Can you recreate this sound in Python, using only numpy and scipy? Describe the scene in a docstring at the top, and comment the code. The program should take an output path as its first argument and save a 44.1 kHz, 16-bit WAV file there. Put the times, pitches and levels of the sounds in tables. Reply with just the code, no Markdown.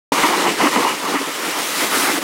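"""A snowboard slides over hard groomed snow near a small camera; the sound starts abruptly.
Ice crumbs excite the low modes of the deck and the broad resonances of the scraping steel edge,
lumps of snow rasp on the edge, and fine grains of thrown snow hiss. A low puff comes early.
Midway the board swings from carving to skidding, and the edge changes colour.
At last it brakes, and the hiss of the snow grows stronger and finer."""
import sys
import numpy as np
from scipy import signal
from scipy.fft import rfft, irfft, next_fast_len
from scipy.io import wavfile
from scipy.ndimage import uniform_filter1d, map_coordinates

SR = 44100
rng = np.random.default_rng(int(sys.argv[2]) if len(sys.argv) > 2 else 0)


def linear_from_db(decibels):
    """Turn decibels (scalar or array-like) into linear amplitude factors; 0 gives 1."""
    return 10 ** (np.asarray(decibels, float) / 20)


def generate_wav(sig):
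    """Save sig (samples, or channels by samples) to the path in sys.argv[1] as 16-bit PCM at SR."""
    pcm = np.round(np.clip(np.atleast_2d(sig).T, -1, 1) * 32767).astype(np.int16)
    wavfile.write(sys.argv[1], SR, pcm)


N = 98739  # samples

# Resonances of the steel edge while carving: centre f/Hz, bandwidth/Hz, relative level/dB
CARVE_RINGS = [(915, 326, 1.5), (1190, 405, -0.5), (1940, 240, -5.5), (2940, 190, -10.5)]


def unit(x):
    """Normalisation: scale a signal to an rms of 1."""
    return x / np.sqrt(np.mean(x ** 2) + 1e-20)


def level_curve(rows):
    """Linear interpolation of (t/s, level/dB) rows to dB at each sample."""
    return np.interp(np.arange(N) / SR, *np.transpose(rows))


def wobble(rate):
    """Band-limited fluctuation: a smooth curve through random knots, rate of them a second."""
    knots = rng.standard_normal(int(N * rate / SR) + 4)
    return map_coordinates(knots, [np.arange(N) * rate / SR])


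def filtered(x, response):
    """Linear filtering: the spectrum of x times a complex response of frequency."""
    m = next_fast_len(N + SR // 2)  # zero padding leaves room for the ringing
    return irfft(rfft(x, m) * response(np.fft.rfftfreq(m, 1 / SR)), m)[..., :N]


def rings(table):
    """Modal superposition: causal second-order resonances summed with alternating sign."""
    def response(f):
        total = 0
        for k, (centre, width, db) in enumerate(table):
            mode = 1j * f * width / (centre * centre - f * f + 1j * f * width)
            total = total + (-1) ** k * linear_from_db(db) * mode
        return total
    return response


def crumbs(per_s, spread_db, smooth_db):
    """Granular excitation: random clicks of scattered size over smooth friction noise."""
    size = np.minimum(rng.exponential(size=N), 3)
    sign = np.sign(rng.standard_normal(N))
    clicks = (rng.random(N) < per_s / SR) * linear_from_db(spread_db * size) * sign
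    return unit(clicks) + linear_from_db(smooth_db) * rng.standard_normal(N)


def patchy(x, depth_db):
    """Time-frequency modulation: smooth patches of random gain over the short-time spectrum."""
    spectrum = signal.stft(x, nperseg=512)[2]
    field = uniform_filter1d(rng.standard_normal(spectrum.shape), 8, 0)  # over frequency bins
    field = uniform_filter1d(field, 10, 1)  # over frames
    return unit(signal.istft(spectrum * linear_from_db(depth_db * unit(field)), nperseg=512)[1][:N])


def wind():
    """Wind noise: gusty low-frequency pressure on the microphone, with one Gaussian puff."""
    wind_db, gust_db, gusts_per_s = -66.5, 2.2, 9.4
    puff_s, puff_db, puff_length_s = .225, -33, 0.0023  # the length is two standard deviations
    rumble = filtered(rng.standard_normal(N), lambda f: (f / 120) ** 1.6 / (1 + (f / 130) ** 8))
    puff = np.exp(-.5 * ((np.arange(N) / SR - puff_s) / puff_length_s * 2) ** 2)
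    return linear_from_db(wind_db + gust_db * wobble(gusts_per_s)) * unit(rumble) + linear_from_db(puff_db) * puff


def spray():
    """Granular noise: dense impacts of thrown snow merge into a hiss, finer as the board brakes."""
    # Hiss of the thrown snow: t/s, relative level/dB
    hiss_level = [(0.12, -24.5), (0.49, -25.5), (0.56, -28.5), (0.65, -22.5), (0.71, -30), (0.74, -26.5),
                  (0.88, -27.5), (0.97, -31.5), (1.1, -28.5), (1.25, -31.5), (1.84, -27), (1.89, -31),
                  (1.96, -22.5), (2.18, -28.5), (2.2, -36.5), (2.23, -30)]
    # Spectrum of the hiss: f/Hz, relative level/dB per Hz
    snow_spectrum = [(290, -16), (500, -6), (1110, -7), (1260, -1), (1640, -5.5), (2130, -3), (2810, -5.5),
                     (9630, -11), (16000, -18.5)]
    # Topmost treble of the hiss: t/s, gain/dB
    treble_gain = [(.12, -4), (.5, -6.5), (.95, -4), (1.3, -2.5), (1.48, -0.5), (1.6, -0.5), (2, 4),
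                   (2.24, 1)]
    spray_db = 5
    hz, db = np.transpose(snow_spectrum)
    flutter_db = 1.13 * wobble(25.82) + 0.61 * wobble(150)
    grains = linear_from_db(flutter_db) * crumbs(9000, spread_db=1.0, smooth_db=3.5)
    hiss = filtered(grains, lambda f: linear_from_db(np.interp(np.log(f + 1), np.log(hz), db)))
    hiss = patchy(hiss, depth_db=0.86)
    treble = filtered(hiss, lambda f: 1 / (1 + (9000 / (f + 1)) ** 4))
    coloured = hiss - treble + treble * linear_from_db(level_curve(treble_gain))
    return linear_from_db(level_curve(hiss_level) + spray_db) * coloured


def thuds():
    """Modal response: the main deck mode hums in short swells that rise faster than they die."""
    # Swells of the deck: start t/s, peak level/dB, f/Hz, length/s
    swells = [(0.114, -12, 287, 0.033), (0.229, -17.5, 296, 0.036), (0.629, -9, 297, .03),
              (0.647, -12, 278, 0.038), (0.755, -16, 230, 0.029), (1.142, -15.5, 290, 0.039),
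              (1.186, -23, 278, 0.048), (1.967, -21, 255, 0.033), (2.02, -19.5, 293, 0.044),
              (2.127, -20, 314, 0.032), (2.172, -18, 322, 0.023)]
    t, total = np.arange(N) / SR, np.zeros(N)
    for start, db, hz, length in swells:
        swell = np.sin(np.pi * np.clip((t - start) / length, 0, 1) ** 0.74) ** 2
        phase = 2 * np.pi * rng.random()
        total += linear_from_db(db) * swell * np.sin(2 * np.pi * hz * (t - start) + phase)
    return total


def lumps():
    """Impact excitation: lumps hit give exponentially decaying noise that rings the edge."""
    # Lumps hit: t/s, relative peak level/dB
    bumps = [(0.118, -5), (0.179, -6), (0.235, 0), (0.411, -16), (0.603, -21), (0.668, 1), (0.76, 0.5),
             (1.06, -17), (1.153, -15), (1.417, -22)]
    bump_db, t60_s = 6.5, 0.033
    t, envelope = np.arange(N) / SR, np.zeros(N)
    for hit, db in bumps:
        envelope += (t >= hit) * linear_from_db(db + bump_db - 60 * np.maximum(t - hit, 0) / t60_s)
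    return filtered(envelope * rng.standard_normal(N), rings(CARVE_RINGS))


def deck(shake_db):
    """Forced vibration: ice crumbs knock the deck, whose low modes answer as drumming."""
    # Drumming of the deck: t/s, relative level/dB
    drum_level = [(0.12, -11.5), (0.16, -26), (0.19, -15.5), (0.22, -25.5), (0.24, -18), (0.27, -20),
                  (0.51, -17), (0.56, -27.5), (0.65, -14), (0.72, -27), (0.76, -15.5), (0.89, -21.5),
                  (0.99, -32), (1.04, -24), (1.14, -18), (1.16, -25), (1.18, -43), (1.21, -22.5),
                  (1.26, -34), (1.28, -25), (1.35, -34), (1.42, -24.5), (1.5, -25), (1.54, -37),
                  (1.57, -26.5), (1.72, -31.5), (1.84, -20.5), (1.88, -29.5), (1.94, -19.5), (2.04, -22),
                  (2.08, -20.5), (2.19, -23.5), (2.21, -26), (2.23, -21)]
    # Modes of the deck: centre f/Hz, bandwidth/Hz, relative level/dB
    deck_modes = [(176, 147, -12), (295.5, 76, 0), (380, 158, -1), (538, 345, -8)]
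    deck_db = -4
    knocks = linear_from_db(0.4 * shake_db) * crumbs(900, spread_db=5.0, smooth_db=-2.5)
    return linear_from_db(level_curve(drum_level) + deck_db) * unit(filtered(knocks, rings(deck_modes)))


def edge(shake_db):
    """Friction-driven resonance: the scraping edge shifts its modes as carving turns to skidding."""
    # Scrape of the edge: t/s, relative level/dB
    scrape_level = [(0.12, -16), (0.17, -19.5), (0.19, -16), (0.21, -18), (0.25, -15.5), (0.27, -20),
                    (0.32, -15), (0.35, -16), (0.37, -22.5), (0.48, -12.5), (0.57, -32), (0.61, -13.5),
                    (0.67, -14), (0.67, -11.5), (0.7, -23), (0.77, -14), (0.82, -20), (0.83, -16),
                    (0.84, -30), (0.85, -13.5), (0.98, -32.5), (1.04, -22), (1.15, -18), (1.28, -31.5),
                    (1.47, -23), (1.75, -30.5), (1.81, -21), (1.91, -26.5), (1.94, -17), (1.98, -24),
                    (2.03, -20.5), (2.18, -21), (2.2, -33), (2.23, -24.5)]
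    # Resonances of the edge set across the slope: centre f/Hz, bandwidth/Hz, relative level/dB
    skid_modes = [(725, 480, -2.5), (1210, 720, 0.5), (2030, 430, -1), (2970, 1000, -10)]
    edge_db, turn_s, turn_length_s = -1.5, 1.4, 0.53  # turn_s is the middle of the turn
    friction = linear_from_db(shake_db) * crumbs(2500, spread_db=1.5, smooth_db=-1.5)
    skid = np.clip((np.arange(N) / SR - turn_s) / turn_length_s + .5, 0, 1)
    carving = unit(filtered(friction, rings(CARVE_RINGS)))
    skidding = unit(filtered(friction, rings(skid_modes)))
    scrape = patchy((1 - skid) * carving + skid * skidding, depth_db=2.5)
    return linear_from_db(level_curve(scrape_level) + edge_db) * scrape


def board():
    """Common excitation: the uneven snow shakes deck and edge together; lumps and thuds add."""
    shake_db = 1.45 * wobble(35.72) + 0.37 * wobble(120)
    return deck(shake_db) + edge(shake_db) + lumps() + thuds()


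def scene():
    """Superposition of thrown snow and board in one channel."""
    return (spray() + board())[None]


def top_cut(x):
    """Nothing passes above the cut-off."""
    return signal.sosfilt(signal.butter(12, 16510, fs=SR, output="sos"), x)


def record(dry):
    """Saturation and band limiting: the camera rounds peaks, cuts bass and top, and starts late."""
    clip_top, clip_hardness = 0.55, 3.5  # ceiling amplitude, sharpness of the knee
    low_cut_hz, top_hz = 156.5, 15850
    start_s, fade_s = .1195, 0.0022
    rounded = dry / (1 + np.abs(dry / clip_top) ** clip_hardness) ** (1 / clip_hardness)
    bass_cut = signal.butter(5, low_cut_hz, "high", fs=SR, output="sos")
    mix = signal.sosfilt(bass_cut, rounded) + wind()  # the wind level is that left under the bass cut
    mix = filtered(mix, lambda f: f < top_hz)
    mix = mix * np.clip((np.arange(N) / SR - start_s) / fade_s, 0, 1)
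    return top_cut(mix)


dry = scene()
out = record(dry)
generate_wav(out)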